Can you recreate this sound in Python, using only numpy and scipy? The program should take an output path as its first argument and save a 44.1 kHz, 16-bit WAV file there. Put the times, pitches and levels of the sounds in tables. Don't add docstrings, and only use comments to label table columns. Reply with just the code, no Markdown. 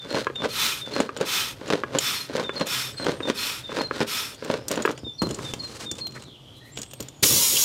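import sys
import numpy as np
from scipy import signal
from scipy.fft import rfft, irfft
from scipy.io import wavfile
from scipy.ndimage import uniform_filter1d

SR = 44100
rng = np.random.default_rng(int(sys.argv[2]) if len(sys.argv) > 2 else 0)


def wav_record(signal):
    frames = np.transpose(np.atleast_2d(signal))
    bounded = np.clip(frames, -1, 1)
    quanta = np.round(bounded * 32767).astype(np.int16)
    wavfile.write(sys.argv[1], SR, quanta)


N = 336924
T = np.arange(N) / SR


def amp(db):
    return 10 ** (np.asarray(db) / 20)


def unit(x):
    return x / np.sqrt(np.mean(x ** 2) + 1e-20)


def read(points, hz):
    f, value = np.transpose(points)
    return np.interp(np.log(hz + 1), np.log(f + 1), value)


def add(mix, s, sound):
    start = round(s * SR)
    sound = sound[max(-start, 0):]
    part = mix[max(start, 0):][:len(sound)]
    part += sound[:len(part)]


def drift(hz, size=4096):
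    return unit(np.interp(2 * hz * T, np.arange(size), rng.standard_normal(size)))


def swell(s, rise_s, fall_s, roundness=1):
    gain = np.zeros(N)
    near = slice(*np.searchsorted(T, [s - 10 * rise_s, s + 10 * fall_s]))
    distance = np.maximum((s - T[near]) / rise_s, (T[near] - s) / fall_s)
    gain[near] = np.exp(-abs(distance) ** roundness)
    return gain


def gate(from_s, to_s, in_s, out_s):
    return np.clip(np.minimum((T - from_s) / in_s, (to_s - T) / out_s) + .5, 0, 1)


def body(colour, rings=(), size=4096):
    hz = np.fft.rfftfreq(size, 1 / SR)
    peaks = sum((amp(db) - 1) / (1 + (2 * (hz - f) / width) ** 2) for f, width, db in rings)
    gain = amp(read(colour, hz)) * (1 + peaks)
    cepstrum = irfft(np.log(np.maximum(gain, 1e-5)))
    cepstrum[1:size // 2] *= 2
    cepstrum[size // 2 + 1:] = 0
    return irfft(np.exp(rfft(cepstrum)))


def through(x, response):
    return signal.oaconvolve(x, response)[:len(x)]


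def shelf(x, hz, treble_db):
    low = signal.sosfilt(signal.butter(1, hz, fs=SR, output="sos"), x)
    return low + amp(treble_db) * (x - low)


def grains(per_s, spread_db, smooth):
    slips = (rng.random(N) < per_s / SR) * rng.choice([-1, 1], N)
    sizes = amp(spread_db * np.minimum(rng.exponential(1, N), 3))
    return unit(unit(slips * sizes) + smooth * rng.standard_normal(N))


def strike(response, rattle, rattle_s, size=8000):
    t = np.arange(size) / SR
    chatter = rng.standard_normal(size) * np.exp(-t / rattle_s)
    return through((t == 0) + rattle * chatter / np.linalg.norm(chatter), response)


def peaked(x, db):
    return amp(db) * x / np.sqrt(uniform_filter1d(x ** 2, size=176).max())


def blurred(hz, width_hz, size=4096):
    noise = rng.standard_normal((2, len(hz) + size))
    lowpass = signal.butter(3, width_hz / 2, fs=SR, output="sos")
    real, imag = signal.sosfilt(lowpass, noise)[:, size:]
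    carrier = np.exp(2j * np.pi * np.cumsum(hz) / SR)
    return unit(((real + 1j * imag) * carrier).real)


def swishes(rows):
    out = np.zeros(N)
    for s, length_s, hz, width_hz, db in rows:
        count = int(length_s * SR)
        add(out, s, amp(db) * blurred(np.full(count, hz), width_hz) * signal.windows.tukey(count, .7))
    return out


def off_walls(x, depth, delay_s, count=5):
    delays = (SR * delay_s * rng.uniform(.1, 1, count)).astype(int)
    reflections = sum(np.pad(x, (delay, 0))[:N] for delay in delays)
    return (x + depth * reflections) / np.sqrt(1 + count * depth ** 2)


def past_fingers(x, depth, delay_s, count=4):
    delays = (SR * delay_s * rng.uniform(.15, 1, count)).astype(int)
    return unit(x + depth * sum(np.roll(x, delay) * drift(7.8) for delay in delays))


def echoes(x, t60s, delay_s, size=32768):
    taps = rng.choice([-1., 1.], size) * (rng.random(size) < 2000 / SR)
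    taps *= np.arange(size) > delay_s * SR
    hz, t, spectra = signal.stft(taps, SR, nperseg=256)
    decay = amp(-60 * t / read(t60s, hz)[:, None])
    _, tail = signal.istft(spectra * decay, SR, nperseg=256)
    return through(x, tail / np.linalg.norm(tail))


# frequency in Hz, gain in dB.
TOWN_COLOUR = [(15, -60), (25, -14.5), (130, 6), (180, -7), (277, -3.5), (476, -11), (754, -14),
               (1260, -19.5), (1790, -27), (2610, -22), (3430, -17.5), (3820, -22.5), (6920, -29),
               (14800, -39.5), (16000, -57)]


def town(rumble_db=-49, waver_db=1.5, drone_db=-54, drone_hz=128):
    rumble = unit(through(rng.standard_normal(N), body(TOWN_COLOUR)))
    rumble *= amp(rumble_db + waver_db * drift(2))
    drone = drift(8.7) * np.sqrt(2) * np.sin(2 * np.pi * drone_hz * T)
    return rumble + amp(drone_db) * drone


# time into the note in seconds, pitch in Hz, relative level in dB.
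LOW_NOTE = [(0, 3680, -21), (.012, 3660, 1), (.035, 3610, -1.5), (.056, 3540, -1.5), (.085, 3540, -7),
            (.1, 3500, -18)]
HIGH_NOTE = [(0, 4330, -34), (.01, 4280, -2.5), (.02, 4225, 2.5), (.042, 4230, -8.5), (.064, 4190, 1),
             (.084, 4100, -6.5)]
# start in seconds, level in dB.
LOW_CALLS = [(-.025, -39), (0.347, -36), (.803, -37), (2.433, -35.5), (2.831, -40), (3.222, -36),
             (3.633, -37), (5.04, -37), (5.439, -37), (5.852, -34)]
HIGH_CALLS = [(.088, -37), (.498, -35.5), (0.923, -35), (2.149, -37.5), (2.556, -35.5), (2.962, -34),
              (3.367, -32), (3.79, -32), (5.179, -33.5), (5.588, -35), (5.998, -32.5)]


def tit(waver_db=2.5, octave_db=-31, chip_db=-11, chip_s=.02, chip_hz=4600, chip_width_hz=600):
    out = swishes([(s, chip_s, chip_hz, chip_width_hz, db + chip_db) for s, db in HIGH_CALLS])
    for note, calls in (LOW_NOTE, LOW_CALLS), (HIGH_NOTE, HIGH_CALLS):
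        at_s, hz, shape_db = np.transpose(note)
        t = np.arange(0, at_s[-1], 1 / SR)
        for s, db in calls:
            detune = 1 + .0029 * rng.standard_normal()
            phase = 2 * np.pi * np.cumsum(np.interp(t, at_s, hz)) * detune / SR
            tone = np.sin(phase) + amp(octave_db) * np.sin(2 * phase)
            add(out, s, np.sqrt(2) * tone * amp(np.interp(t, at_s, shape_db) + db))
    return out * amp(waver_db * drift(62))


# first crease in seconds, fastest unfolding in
# seconds, crumpling and rasp of drawn air in relative dB.
LIFTS = [(0.032, 0.177, -20, -35), (0.875, 1.004, -21.5, -35), (1.614, 1.741, -21.5, -39.5),
         (2.297, 2.396, -20, -38.5), (2.999, 3.091, -21.5, -37), (3.694, 3.79, -23, -38.5),
         (4.425, 4.521, -22.5, -41)]
# crest in seconds,
# then crumpling, rasp, slack fabric's crumpling and its rasp, all in relative dB.
CRUMPLES = [(0.449, -16, -39, -41, -68), (1.22, -18, -40, -42, -68), (1.959, -20, -37, -39.5, -64),
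            (2.617, -19.5, -41, -34, -45), (3.293, -20, -33.5, -37, -57), (4.015, -21.5, -35, -34, -42.5),
            (4.722, -23, -35.5, -62, -75), (4.793, -24.5, -42, -37, -50), (4.896, -23, -43, -36.5, -48)]


def folding(rustle_until_s=5.02, rustle_db=-48.5, rustle_rasp_db=-65, slack_lead_s=.055):
    worked = gate(0, rustle_until_s, in_s=.08, out_s=.03)
    crumple, rasp = amp(rustle_db) * worked, amp(rustle_rasp_db) * worked
    for start_s, s, crumple_db, rasp_db in LIFTS:
        crumple += amp(crumple_db) * swell(s, rise_s=.053, fall_s=.033) * (T > start_s)
        drawing = gate(s - .26, s + .095, in_s=.05, out_s=.05)
        rasp += amp(rasp_db) * swell(s, rise_s=.083, fall_s=.049, roundness=1.32) * drawing
    for s, crumple_db, rasp_db, slack_db, slack_rasp_db in CRUMPLES:
        quick = swell(s, rise_s=.018, fall_s=.019, roundness=1.13)
        slack = swell(s - slack_lead_s, rise_s=.033, fall_s=.033, roundness=2.9)
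        crumple += amp(crumple_db) * quick + amp(slack_db) * slack
        rasp += amp(rasp_db) * quick + amp(slack_rasp_db) * slack
    return crumple, rasp


# frequency in Hz, gain in dB.
CAVITY_COLOUR = [(50, -30.5), (100, -16), (170, -3), (270, 0), (400, -2), (540, 2), (730, -12),
                 (1000, -8.5), (1500, -16.5), (2000, -17.5), (3500, -21), (6000, -29), (15000, -57.5)]
RASP_COLOUR = [(600, -26.5), (1500, 8), (2500, -0.5), (4000, 4.5), (5500, -2.5), (8000, -9), (11000, -16.5),
               (15500, -26.5)]
# start in seconds, level in dB, treble shelf in dB.
BUCKLES = [(.146, -18, -3), (.187, -24, 0), (.421, -21.5, -2), (.448, -18.5, -14), (.455, -22, -15),
           (.964, -17.5, 9), (1.003, -11, -9), (1.166, -25, 6), (1.211, -19, 0), (1.703, -15, 11),
           (1.726, -18.5, 7), (1.735, -13, 3.5), (1.95, -17.5, 8), (2.353, -20.5, 1), (2.398, -20, 9),
           (2.611, -21, 4), (3.067, -14.5, 0.5), (3.094, -18, -12), (3.3, -15, 13), (3.769, -21, 12),
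           (3.81, -18.5, -9), (4.005, -16.5, 4), (4.014, -18.5, 9), (4.028, -20.5, 2), (4.501, -14, -5),
           (4.54, -18.5, 5), (4.776, -17, -1), (4.802, -22, -12)]


def bellows(crumple_gain_db=-4, rasp_gain_db=.5, clump_db=3, crease_db=-28.5, crease_treble_db=-14):
    cavity = body(CAVITY_COLOUR, rings=[(416, 22, 3.9), (590, 45, 2.5), (1530, 144, 7.2)])
    crumpling, rasping = folding()
    slips = unit(through(grains(per_s=400, spread_db=3.5, smooth=.51), cavity))
    rasp = unit(through(grains(per_s=900, spread_db=23, smooth=1.2), body(RASP_COLOUR)))
    out = slips * crumpling * amp(crumple_gain_db)
    out += rasp * rasping * amp(rasp_gain_db + clump_db * drift(55))
    first_creases = [(start_s, crease_db, crease_treble_db) for start_s, *_ in LIFTS[1:]]
    for s, db, treble_db in BUCKLES + first_creases:
        buckle = strike(cavity, rattle=1, rattle_s=.0052)
        add(out, s, peaked(shelf(buckle, 2400, treble_db), db))
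    return out


# start in seconds, level in dB, hollow body gain in dB.
CLAPS = [(.269, -15.5, -4.5), (.3, -26.5, 6), (1.092, -23, -2), (1.836, -17.5, -1.5), (2.494, -19.5, -3),
         (3.205, -22.5, 2), (3.719, -27, -8), (3.911, -17, -0.5), (4.852, -12.5, 2), (4.877, -15.5, -5),
         (5.391, -27, 4)]
# frequency in Hz, gain in dB.
FLAP_COLOUR = [(100, -35), (250, -1.5), (380, 7), (520, 3.5), (740, -13), (1080, 2), (1350, 1), (1650, -7),
               (2000, -9.5), (2500, -8), (4000, -27.5), (8000, -39), (15000, -67)]


def flap():
    out = np.zeros(N)
    for s, db, body_db in CLAPS:
        tilt = [(700, body_db), (1050, 0)]
        colour = [(hz, gain_db + read(tilt, hz)) for hz, gain_db in FLAP_COLOUR]
        plastic = body(colour, rings=[(1030, 72, .88), (1650, 58, 9.8)])
        add(out, s, peaked(strike(plastic, rattle=1, rattle_s=.0044), db))
    return out


# start in seconds, level in dB, lower body and top gains in dB.
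CLICKS = [(.357, -36, 15, -13), (1.003, -22.5, 7, -22), (3.045, -33, 5, -12), (4.912, -36, -8, -16),
          (4.977, -36.5, 6, -18), (1.172, -33, 3, -15), (1.211, -31, -10, -10), (1.679, -34, 4, -17),
          (1.9863, -13.5, -4.5, -18), (2.597, -30.5, 7, -17), (2.669, -27.5, 1, -5),
          (4.346, -39.5, -1, -15), (4.447, -35, -1, -10), (4.6827, -23, -14, -9), (4.7142, -22, -2, -4),
          (4.757, -30, 3, -13), (4.822, -29.5, -14, -20), (4.8574, -30, -1, -1), (5.221, -32, 3, -18),
          (5.29, -35, 1, -14), (5.309, -30, -4, -18), (5.345, -31.5, -14, -18), (5.5368, -23, 6.5, -12),
          (5.9143, -24, -4.5, -16), (5.984, -35, 1, -18), (6.0693, -33, 4, -2), (6.774, -26.5, 7, -11),
          (6.787, -33, -6, -9), (6.817, -28, -14, -18), (6.832, -31, -2.5, -16), (6.9346, -33.5, 1.5, 0),
          (7.0043, -28.5, -8, -5), (7.026, -35, 1, -1), (7.085, -34, -4, -20)]
HANDLING = [(4.68, 5.0), (5.25, 6.25), (6.72, 7.15)]
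# frequency in Hz, gain in dB.
NOZZLE_COLOUR = [(200, -6.5), (500, 2), (1200, -7.5), (2200, -5.5), (3100, -3), (4500, -4.5), (7500, -3),
                 (9500, -12), (12000, -8), (16000, -11)]
# frequency in Hz, width in Hz, height in dB.
NOZZLE_RINGS = [(2920, 500, 7), (3450, 130, 7), (5730, 70, 7.5), (6950, 210, 12), (8330, 300, 6.5),
                (8950, 320, 3), (12040, 340, 12.5)]


def nozzle(ticks_per_s=18, tick_db=-45, tick_spread_db=3):
    out = np.zeros(N)
    ticks = [(rng.uniform(start_s, end_s), tick_db + tick_spread_db * rng.standard_normal(), 0, -15)
             for start_s, end_s in HANDLING for _ in range(round(ticks_per_s * (end_s - start_s)))]
    for s, db, low_db, top_db in CLICKS + ticks:
        tilt = [(3100, low_db), (4500, 0), (9500, 0), (12000, top_db)]
        colour = [(hz, gain_db + read(tilt, hz)) for hz, gain_db in NOZZLE_COLOUR]
        rings = [(hz * rng.uniform(.985, 1.015), width_hz, height_db + rng.uniform(-4, 4))
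                 for hz, width_hz, height_db in NOZZLE_RINGS]
        add(out, s, peaked(strike(body(colour, rings), rattle=3.3, rattle_s=.0042), db))
    return out


# valve opening, strongest flow and valve shutting in seconds,
# then flow and treble in relative dB.
TREADS = [(.485, 0.634, .83, -28.5, -4), (1.253, 1.358, 1.535, -28.5, -5.5),
          (2.001, 2.077, 2.284, -30.5, -4.5), (2.661, 2.753, 2.93, -31.5, -4),
          (3.347, 3.452, 3.625, -33, -4.5), (4.07, 4.154, 4.355, -32.5, -3.5)]
# frequency in Hz, gain in dB.
HOSE_COLOUR = [(88, -57), (150, -31), (175, -12), (361, -10), (702, -18.5), (888, -8), (1190, -7.5),
               (1290, -3.5), (1630, -7.5), (3550, -5), (4410, -6), (5460, -7), (7620, -12.5),
               (13700, -18.5), (16000, -28)]
# frequency in Hz, width in Hz, heights in dB before and after the hose shifts.
HOSE_RINGS = [(1295, 23, 10.5, 8.5), (2490, 120, 7.5, 6.5), (3100, 48, 8, 4.5), (3510, 180, 7, 5.5),
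              (3855, 58, -1, 5), (3960, 99, 6.5, -3), (5410, 76, 5, 10.5), (5860, 29, 5, 2),
              (6430, 85, 5, -16), (8600, 250, 5.5, 4)]


def hose(shift_s=1.8, air_gain_db=5, treble_gain_db=5, flutter_db=.64, lip_gain_db=-11):
    turbulence = off_walls(rng.standard_normal(N), depth=.13, delay_s=.014)
    before = body(HOSE_COLOUR, [(hz, width_hz, db) for hz, width_hz, db, _ in HOSE_RINGS])
    after = body(HOSE_COLOUR, [(hz, width_hz, db) for hz, width_hz, _, db in HOSE_RINGS])
    air = np.where(T < shift_s, unit(through(turbulence, before)), unit(through(turbulence, after)))
    _, crests_s, _, _, treble_db = np.transpose(TREADS)
    air = shelf(air, 6500, np.interp(T, crests_s, treble_db) + treble_gain_db)
    flow = np.zeros(N)
    for opens_s, crest_s, shuts_s, db, _ in TREADS:
        push = swell(crest_s, rise_s=.091, fall_s=.12, roundness=1.65)
        flow += amp(db) * push * gate(opens_s, shuts_s, in_s=.016, out_s=.05)
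    flow_db = np.maximum(20 * np.log10(flow / flow.max() + 1e-9), -25)
    lip = blurred(hz=14300 + 230 * flow_db, width_hz=1500)
    air *= amp(air_gain_db + flutter_db * drift(60))
    return (air + amp(lip_gain_db) * lip) * flow


# start and length in seconds, first, middle and last pitch in Hz,
# blur in Hz, level in dB.
WHISTLES = [(2.91, 0.11, 7530, 8180, 8400, 89, -51), (3.12, 0.13, 8500, 8700, 8400, 80, -60),
            (4.357, 0.071, 4300, 4880, 5740, 400, -53), (4.564, 0.088, 4900, 5240, 5560, 400, -58),
            (4.946, 0.07, 4460, 4860, 5100, 400, -52), (5.13, 0.043, 5600, 5830, 5960, 250, -54),
            (6.186, 0.21, 4330, 3540, 3000, 500, -52.5), (6.423, 0.18, 3130, 3196, 3380, 455, -55.5),
            (6.514, 0.21, 3980, 4080, 4200, 350, -59.5), (6.597, 0.11, 1850, 1937, 2560, 150, -55.5),
            (6.707, .11, 7100, 7670, 7800, 150, -50.5), (6.825, 0.18, 8330, 8600, 8300, 131, -57),
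            (6.716, 0.28, 2740, 3290, 3350, 450, -59.5), (6.925, 0.26, 4500, 3940, 3130, 500, -63),
            (7.128, 0.12, 6700, 6800, 6950, 302, -58)]


def far_bird(pitch_waver=.25, waver_db=2):
    out = np.zeros(N)
    for s, length_s, first_hz, middle_hz, last_hz, blur_hz, db in WHISTLES:
        count = int(length_s * SR)
        hz = np.interp(np.linspace(0, 1, count), [0, .5, 1], [first_hz, middle_hz, last_hz])
        hz += pitch_waver * blur_hz * drift(20)[:count]
        add(out, s, amp(db) * blurred(hz, blur_hz) * signal.windows.tukey(count, .5))
    return out * amp(waver_db * drift(25))


# start in seconds, relative level in dB, slap shelf in dB.
BUMPS = [(5.034, -29, -12), (5.065, -30.5, -16), (5.219, -16, 0), (5.229, -22, -1), (5.261, -26, -4),
         (5.304, -26, -3), (5.914, -31.5, 0), (6.789, -34, -2), (7.0, -31, -5), (7.226, -25, -5),
         (7.31, -24.5, 4)]
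# crest, rise and fall in seconds, level in dB.
SLIDES = [(5.31, .04, .05, -45.5), (5.455, 0.053, .06, -41), (5.66, 0.04, 0.041, -50),
          (5.849, .11, 0.013, -36.5), (5.99, 0.024, 0.017, -42), (6.163, 0.019, 0.053, -44.5)]
# frequency in Hz, gain in dB.
HULL_COLOUR = [(30, -39), (60, -1.5), (115, 0), (210, 1), (330, 1.5), (520, -4.5), (750, -16), (1150, -12),
               (2000, -27.5), (5000, -29), (15000, -44)]
VINYL_COLOUR = [(290, -28), (500, 2), (668, -9), (933, -6), (2770, -11), (3150, -10), (4730, -9),
                (8330, -14.5), (16000, -36)]


def hands(bump_gain_db=-1, catch_db=3, lean_s=(5.225, 6.33), settle_db=-30, murmur_db=-47):
    hull = body(HULL_COLOUR, rings=[(121, 15, 5.4), (213.4, 10.3, 6.8), (332, 49, 1.2)])
    friction = unit(through(grains(per_s=1500, spread_db=3.5, smooth=1.2), body(VINYL_COLOUR)))
    sliding = sum(amp(db) * swell(s, rise_s, fall_s) for s, rise_s, fall_s, db in SLIDES)
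    out = friction * sliding * amp(catch_db * drift(50))
    settling = amp(settle_db) * swell(lean_s[0], rise_s=.11, fall_s=.11)
    leaning = gate(*lean_s, in_s=.016, out_s=.092) * (amp(murmur_db) + settling)
    out += unit(through(grains(per_s=230, spread_db=8.5, smooth=1), hull)) * leaning
    for s, db, slap_db in BUMPS:
        boom = strike(hull, rattle=2.23, rattle_s=.012)
        add(out, s, peaked(shelf(boom, 460, slap_db), db + bump_gain_db))
    return out


# start and length in seconds, centre and width in Hz, level in dB.
SCRAPES = [(6.145, 0.044, 1737, 1186, -41.5), (6.555, 0.044, 9100, 8600, -61),
           (6.63, 0.095, 9900, 8200, -61.5), (6.755, .11, 1806, 4000, -50), (6.96, 0.15, 2500, 5050, -53)]


def finger_scrapes():
    return swishes(SCRAPES)


# frequency in Hz, gain in dB.
JET_COLOUR = [(410, -56), (700, -30), (922, -12.5), (1210, -13.5), (1820, -14), (2660, -10), (2960, -4),
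              (3690, -5), (6830, -1), (8310, -4.5), (14400, -5), (16000, -8)]
# frequency in Hz, width in Hz, height in dB.
JET_RINGS = [(3000, 260, 1.5), (4480, 160, 4), (5700, 240, 4.5), (6840, 280, 3), (10500, 820, 2)]
# crest, rise and fall in seconds, level in dB.
FLUTTERS = [(7.24, .015, 0.025, -26.5), (7.35, .06, .06, -32.5), (7.54, 0.021, 0.027, -38)]
# start and length in seconds, centre and width in Hz, level in dB.
SHRILLS = [(7.553, .03, 2940, 620, -23), (7.603, 0.029, 6200, 1300, -22), (7.226, .024, 5100, 5900, -16)]


def valve(opens_s=7.225, jet_db=-20, burst_db=4.2, burst_s=.093, sputter_db=.3, hollow_db=-45):
    jet = through(rng.standard_normal(N), body(JET_COLOUR, JET_RINGS))
    jet = past_fingers(jet, depth=.25, delay_s=.003)
    jet *= amp(jet_db + burst_db * swell(opens_s, burst_s, burst_s) + sputter_db * drift(92))
    colour = [(40, -20), (100, 0), (300, 3), (540, 5), (750, -16), (1100, -10), (2000, -23), (6000, -47)]
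    cavity = body(colour, rings=[(102, 22, 6.8), (134, 20, 6.8)])
    flutter = sum(amp(db) * swell(s, rise_s, fall_s, roundness=2.1) for s, rise_s, fall_s, db in FLUTTERS)
    hollow = unit(through(rng.standard_normal(N), cavity)) * (amp(hollow_db) + flutter)
    opening = np.clip((T - opens_s) / .005, 0, 1)
    return (jet + hollow + swishes(SHRILLS)) * opening


# frequency in Hz, T60 in seconds.
PATIO_T60 = [(100, 0.44), (500, 0.24), (2000, 0.21), (6000, 0.15), (15000, 0.31)]


def scene():
    near = hose() + bellows() + flap() + nozzle() + hands() + finger_scrapes() + valve()
    song = tit()
    whistles = off_walls(far_bird(), depth=.14, delay_s=.036)
    gardens = echoes(amp(-12) * song + amp(-3) * whistles, t60s=[(2000, .45), (8000, .38)], delay_s=.02)
    patio = amp(-13.5) * echoes(near, PATIO_T60, delay_s=.005)
    return (near + patio + song + whistles + gardens + town())[None]


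def record(dry, cutoff_hz=15850):
    lowpass = signal.firwin(511, cutoff_hz, window=("kaiser", 8), fs=SR)
    return signal.oaconvolve(dry, lowpass[None], "same")


dry = scene()
out = record(dry)
wav_record(out)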